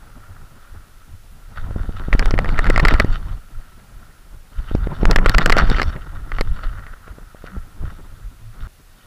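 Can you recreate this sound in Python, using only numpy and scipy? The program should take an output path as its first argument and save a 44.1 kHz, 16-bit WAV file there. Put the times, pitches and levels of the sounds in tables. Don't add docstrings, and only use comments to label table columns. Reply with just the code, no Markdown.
import sys
import numpy as np
from scipy import signal
from scipy.fft import rfft, irfft, next_fast_len
from scipy.io import wavfile
from scipy.ndimage import map_coordinates

SR = 44100
rng = np.random.default_rng(int(sys.argv[2]) if len(sys.argv) > 2 else 0)


def unload_wav(signal):
    wavfile.write(
        sys.argv[1],
        SR,
        np.round(np.clip(np.atleast_2d(signal).T, -1, 1) * 32767).astype(np.int16),
    )


N = 399546


# (time [s], level [dB], width [ms])
STEP_HEAVES = [(1.804, -12.5, 12), (2.134, -0.5, 13), (2.193, -6.1, 14), (2.261, -0.5, 16),
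               (2.312, -6.3, 20), (2.375, -3.7, 15), (2.48, -5.9, 19), (2.524, -9.6, 15), (2.584, -4.1, 18),
               (2.682, 0.9, 14), (2.722, -10.4, 13), (2.778, -5.1, 14), (2.817, -9.8, 10), (2.862, 0.2, 16),
               (2.937, 0.3, 13), (3.011, -6.3, 17), (3.091, -9.3, 20), (4.588, -14, 9), (5.061, 0.7, 17),
               (5.115, -4.4, 14), (5.169, 0.5, 20), (5.215, -6.5, 16), (5.268, -0.5, 17), (5.358, 0.6, 12),
               (5.438, -5, 24), (5.508, 1.8, 21), (5.572, -3, 26), (5.628, -2.5, 11), (5.685, 0.8, 16),
               (5.746, -5.4, 12), (6.4, -9.3, 18), (6.663, -10.5, 15), (7.575, -17, 7), (7.846, -16, 6)]
def heaves():
    out, t = np.zeros(N), np.arange(-SR // 20, SR // 10) / SR
    for s, db, ms in STEP_HEAVES:
        widths = t * 1000 / ms
        push = np.exp(-((widths - .08) / .53) ** 2)
        swing_back = .5 * np.exp(-((widths - 1.15) / .45) ** 2)
        add(out, s + t[0], amp(db) * (push - swing_back))
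    return out


# (time [s], level [dB], brightness [dB])
MOUNT_IMPACTS = [(2.1288, -3.5, -29), (2.1373, -13.5, -25), (2.1941, -7.5, -3), (2.2259, -11, -30),
                 (2.2577, -8, -32), (2.3089, -11, -6), (2.3409, -16, -18), (2.3785, -14.5, -34),
                 (2.3894, -6, -16), (2.4453, -13, -25), (2.4577, -17, -28), (2.4908, -15.5, -16.5),
                 (2.5812, -14.5, -19.5), (2.591, -6, -14), (2.6433, -15.5, -11), (2.6664, -13.5, -15),
                 (2.6707, -8.5, -21), (2.7003, -2, -13), (2.761, -7, -14), (2.778, -2.5, -21.5),
                 (2.7966, -6.5, -20.5), (2.7998, -6, -7.5), (2.8512, -1.5, -12.5), (2.8561, -3.5, -25),
                 (2.8839, -1, -9.5), (2.909, -9.5, -32), (2.9394, -7, -10.5), (2.9953, -17.5, -20),
                 (2.9991, 1, -9.5), (3.0039, -4.5, -24), (3.0468, -25, -8.5), (4.7517, -30.5, -1),
                 (4.8718, -28, -25), (5.032, -28, -12), (5.0542, -1.5, -17), (5.0624, -13, -15),
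                 (5.1117, -6.5, 1), (5.1603, 0.5, -10), (5.1656, -8, -26), (5.1863, -10.5, -24.5),
                 (5.2602, -0.5, -17), (5.263, -12, -17), (5.2951, -8.5, 2), (5.3455, -8, -14),
                 (5.3484, -6, -11), (5.3831, 1.5, -5), (5.3863, -6.5, -13), (5.4095, -21, -25.5),
                 (5.4173, -10, -19), (5.4291, -16, -14), (5.4602, -2, 1), (5.4976, -0.5, -11),
                 (5.502, 0, -13.5), (5.5225, -8.5, -1), (5.525, -0.5, -12), (5.5678, -2.5, -15),
                 (5.584, -9, -1.5), (5.6101, -12.5, -20), (5.6999, -13.5, 0), (5.7462, -14.5, -15.5),
                 (5.7843, -10.5, -22.5), (5.7977, -4.5, -30), (5.8173, -5.5, -9.5), (5.8303, -17, 0.5),
                 (5.9629, -27, -22), (6.3186, -15, -30), (6.3856, -13, -25), (6.4103, -6, -8.5),
                 (6.6402, -34.5, 2), (6.8665, -29, -24), (7.0805, -40, -24), (7.4667, -36, 0)]
def contacts(rattle_db, tap_count=24):
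    s, db, bright_db = np.transpose(MOUNT_IMPACTS)
    delay_spread, level_spread = rng.standard_normal((len(s), 2)).T
    rebounds = [s + .0035 * amp(2.5 * delay_spread), db - 11 + 3 * level_spread, bright_db - 15.5]
    chance = np.cumsum(np.clip(rattle_db + 41, 0, 6))
    onsets = np.searchsorted(chance, rng.random(tap_count) * chance[-1])
    size, tone = rng.standard_normal((2, tap_count))
    taps = [onsets / SR, np.minimum(rattle_db[onsets] + 12.5, -17) + 3.5 * size, -16 + 4 * tone]
    return MOUNT_IMPACTS + list(np.transpose(rebounds)) + list(np.transpose(taps))


# (frequency [Hz], relative level knocked [dB], relative level rubbed [dB], T60 rubbed [s])
BODY_MODES = [(450, -5, -17.5, 0.011), (740, -1, -3.5, 0.0062), (970, -2, -4, 0.0053),
              (1339, -3, 0.5, 0.013), (1630, -2, -2.5, 0.0062), (1868, -3, -8, 0.015),
              (2780, 1, -27, 0.00067)]
SHELL_MODES = [(3050, -1, -1, .005), (3600, 1, 0, .0055), (4300, 3, -4, .005), (5400, -5, -13, .007),
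               (7000, -9, -16, .004), (11500, -11, -34, .003)]
def knocks(rattle_db):
    out, t = np.zeros(N), np.arange(SR // 80) / SR
    for s, db, bright_db in contacts(rattle_db):
        contact = .09 * rng.standard_normal(len(t)) * amp(-60 * t / .014)
        contact[0] = -1
        rings = []
        for modes in (BODY_MODES, SHELL_MODES):
            hz, knocked_db = np.transpose(modes)[:2]
            levels_db = knocked_db + 2.5 * rng.standard_normal(len(modes))
            levels_db += .32 * bright_db * np.log2(np.maximum(hz / 4300, 1))
            detune = .04 * rng.standard_normal((len(modes), 1))
            sound = np.convolve(contact, ring(modes, levels_db, damping=2.56, detune=detune))
            rings.append(sound / np.abs(sound).max())
        body, shell = rings
        add(out, s, amp(db + 2) * (body + amp(bright_db - 1.45) * shell))
    return out


# (time [s], level [dB], pull time constant [ms])
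STRAP_THUMPS = [(1.71, -21.5, 1.36), (1.762, -11.5, 5.6), (1.8, -25, 4.3), (1.893, -15, 5.1),
                (2.085, -11.5, 11), (2.151, -7, 3.1), (2.340, -5.5, 2.4), (2.831, -8, 9.5),
                (3.047, -5.5, 2.5), (4.714, -15.5, 2.3), (4.751, -3.5, 2.8), (4.872, -10, 1.8),
                (5.032, -3, 2.17), (5.639, -6, 4.7), (5.717, -7.5, 2.3), (5.963, -22, 1.4),
                (7.08, -29.5, 1.5), (7.185, -26, 1.46), (7.348, -26, 1.23), (7.442, -21.5, 1.45),
                (7.567, -21.5, 2.8), (7.838, -23, 3)]
def thumps():
    out, t = np.zeros(N), np.arange(-SR // 30, SR // 30) / SR
    for s, db, ms in STRAP_THUMPS:
        release = 1 / (1 + np.exp(np.clip(t / .00016, -50, 50)))
        pull = np.exp(np.minimum(t, 0) * 1000 / ms) * release
        ringing = .5 * (t > 0) * np.sin(2 * np.pi * 700 / ms * t) * amp(-60 * np.abs(t) / .0097)
        add(out, s + t[0], amp(db + 2.5) * (ringing - pull))
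    return out


# (time [s], rumble level [dB], rattle level [dB], rattle brightness [dB])
SHAKE_ENVELOPE = [(0, -41, -51, -16), (.7, -42, -51, -12), (1.2, -44, -58, -18), (1.5, -43, -51, -16),
                  (1.6, -29.5, -44, -10.5), (1.95, -22.5, -48, -8), (2.08, -28, -43, -12),
                  (2.15, -16.5, -38, -5), (2.45, -10.5, -42, -5.5), (2.6, -20, -35.5, -9),
                  (2.9, -9, -32.5, -7), (3.07, -15, -37, -2.5), (3.15, -23, -42, -2.5),
                  (3.32, -25, -47, -6), (3.421, -47, -50.5, -8), (4.2, -42.5, -53.5, -15),
                  (4.45, -51, -58.5, -15), (4.55, -39.5, -47, -9.5), (4.8, -23.5, -43, -8.5),
                  (5.0, -22, -43, -7), (5.1, -5, -38, -5), (5.6, -10.5, -30, -11.5), (5.8, -13.5, -36, -1),
                  (6.0, -27, -46, -8.5), (6.2, -33, -47, -13), (6.5, -26, -43, -7), (6.75, -29, -44, -17),
                  (7.0, -36.5, -47, -20), (7.35, -43, -51, -17), (8.0, -33.5, -52, -9.5),
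                  (8.4, -45, -54.5, -21), (8.55, -44, -49.5, -9), (8.671, -34.5, -48, -3),
                  (8.68, -46, -64, -9), (9.06, -46.5, -51, -5.5)]
# (time [s], gain [dB], half-width [s])
RATTLE_BURSTS = [(1.591, 4.5, .04), (1.76, 3.5, .05), (2.569, 1.5, 0.025), (2.92, 6, 0.021),
                 (3.049, 0.5, 0.023), (5.328, 2, 0.024), (5.422, 11, 0.0088), (5.64, 7.5, 0.074),
                 (5.785, 4, 0.037), (6.37, 6, .04), (6.648, 1.5, 0.035), (7.473, 6.5, 0.058),
                 (7.545, 7, .035), (7.875, 7, 0.053)]
def shaking():
    times, *columns = np.transpose(SHAKE_ENVELOPE)
    rumble_db, rattle_db, bright_db = [np.interp(np.arange(N) / SR, times, c) for c in columns]
    bursts_db = sum(db * swell(s, half_width) for s, db, half_width in RATTLE_BURSTS)
    return rumble_db, rattle_db + bursts_db, bright_db


# (time [s], gain [dB])
ROAD_BUMPS = [(.33, -2), (.75, 7.5), (1.13, 10.5), (1.61, 7.5), (1.79, 9.5), (3.58, 15), (3.96, 8.5),
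              (4.352, 17), (4.59, 8.5), (6.51, 11.5), (6.71, 1.5), (7.09, 10.5), (7.57, 12), (7.852, 19.5),
              (8.25, 12), (8.63, 11.5)]
# (frequency [Hz], relative density [dB])
RUMBLE_SPECTRUM = [(6, -27), (14, 5), (30, 1.5), (55, -9), (100, -11.5), (200, -37.5), (600, -91)]
def rumble(rumble_db):
    bumps_db = sum(db * swell(s, .044) for s, db in ROAD_BUMPS)
    capped_db = np.minimum(rumble_db + bumps_db + 1.5, -19)
    return amp(capped_db + 3.2 * wobble(14)) * noise(RUMBLE_SPECTRUM)


# (frequency [Hz], relative density [dB])
SCUFF_SPECTRUM = [(50, -48.5), (130, 2), (250, -7), (500, -16.5), (1000, -16.5), (3000, -42), (8000, -100)]
def tyre_scuff(rumble_db, rattle_db):
    level_db = .61 * rumble_db + .39 * rattle_db - 9.5
    return amp(level_db + 5.6 * wobble(40)) * noise(SCUFF_SPECTRUM)


def chatter(rattle_db, bright_db):
    level_db = rattle_db + .91 * wobble(7.3)
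    shell_db = bright_db + 2.5 * wobble(8) - 4
    roughness = np.clip((level_db + 58) / 16, 0, 1)
    onsets = rng.random(N) < 500 / SR
    ticks = onsets * amp(3 * np.minimum(rng.exponential(size=N), 3)) * rng.standard_normal(N)
    soft_ticks = unit(np.convolve(ticks, np.hanning(7), "same"))
    drive = rng.standard_normal(N) + .95 * roughness * soft_ticks
    drive *= amp(level_db - 6 + roughness * (3 * wobble(30) + 3 * wobble(90)))
    body = ring(BODY_MODES, np.transpose(BODY_MODES)[2])
    out = signal.fftconvolve(drive, body / np.linalg.norm(body))[:N]
    shell_norm = np.linalg.norm(ring(SHELL_MODES, np.transpose(SHELL_MODES)[2]))
    for mode in SHELL_MODES:
        coupling = amp(shell_db + 4 * wobble(45))
        response = ring([mode], np.array(mode[2:3])) / shell_norm
        out += signal.fftconvolve(coupling * drive, response)[:N]
    return out


# (time [s], frequency [Hz], level [dB], half-width [ms])
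FRAME_SHUDDERS = [(.31, 88, -32, 18), (.75, 75, -31.5, 30), (1.14, 89.3, -36, 23), (5.875, 72.1, -16.5, 25),
                  (7.55, 190, -32, 28), (8.47, 110, -33.5, 43)]
def shudders():
    t = np.arange(N) / SR
    return sum(amp(db) * swell(s, ms / 1000) * np.sin(2 * np.pi * hz * t)
               for s, hz, db, ms in FRAME_SHUDDERS)


# (frequency [Hz], relative density [dB])
HISS_SPECTRUM = [(200, 6), (2500, 1), (7000, -4), (11000, -4.5), (15300, -6), (15480, -13.5),
                 (15560, -39.5), (22000, -120)]
# (frequency [Hz], rms level [dB])
WHINE_TONES = [(10110, -81), (10196, -83), (10282, -74), (10368, -78), (10982, -83.5)]
def electronics():
    t = np.arange(N) / SR
    tones = sum(amp(db) * np.sqrt(2) * np.sin(2 * np.pi * hz * t) for hz, db in WHINE_TONES)
    return amp(-56) * noise(HISS_SPECTRUM) + tones


def ring(modes, levels_db, damping=1, detune=0):
    t = np.arange(SR // 20) / SR
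    hz, t60 = np.transpose(modes)[[0, 3], :, None]
    sign = (-1) ** np.arange(len(modes))[:, None]
    decay = amp(levels_db[:, None] - 60 * damping * t / t60)
    waves = decay * np.sin(2 * np.pi * hz * (1 + detune) * t)
    attack = 1 - np.exp(-t / .00021)
    return (sign * waves).sum(0) * attack


def noise(spectrum):
    f, db = np.transpose(spectrum)
    white = rng.standard_normal(N)
    return unit(filtered(white, lambda hz: amp(np.interp(np.log(hz + 1), np.log(f + 1), db))))


def filtered(x, response):
    size = next_fast_len(N + SR // 2)
    return irfft(rfft(x, size) * response(np.fft.rfftfreq(size, 1 / SR)), size)[:N]


def wobble(rate):
    knots = rng.standard_normal(int(N * rate / SR) + 4)
    return map_coordinates(knots, [np.arange(N) * rate / SR])


def swell(s, half_width_s):
    return np.exp(-((np.arange(N) / SR - s) / half_width_s) ** 2)


def add(track, s, sound):
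    part = track[round(s * SR):][:len(sound)]
    part += sound[:len(part)]


def amp(db):
    return 10 ** (np.asarray(db) / 20)


def unit(x):
    return x / np.sqrt(np.mean(x ** 2) + 1e-20)


def scene():
    rumble_db, rattle_db, bright_db = shaking()
    rolling = rumble(rumble_db) + tyre_scuff(rumble_db, rattle_db) + chatter(rattle_db, bright_db)
    steps = heaves() + knocks(rattle_db) + thumps()
    gate = np.abs(np.arange(N) / SR - 8.675) > .003
    return ((steps + rolling + shudders() + electronics()) * gate)[None]


def record(dry, coupling_hz=10, band_limit_hz=16478):
    clipped = np.clip(dry[0], -.85, .82)
    coupled = filtered(clipped, lambda hz: 1j * hz / (coupling_hz + 1j * hz))
    return filtered(np.clip(coupled, -.97, .97), lambda hz: hz < band_limit_hz)[None]


dry = scene()
out = record(dry)
unload_wav(out)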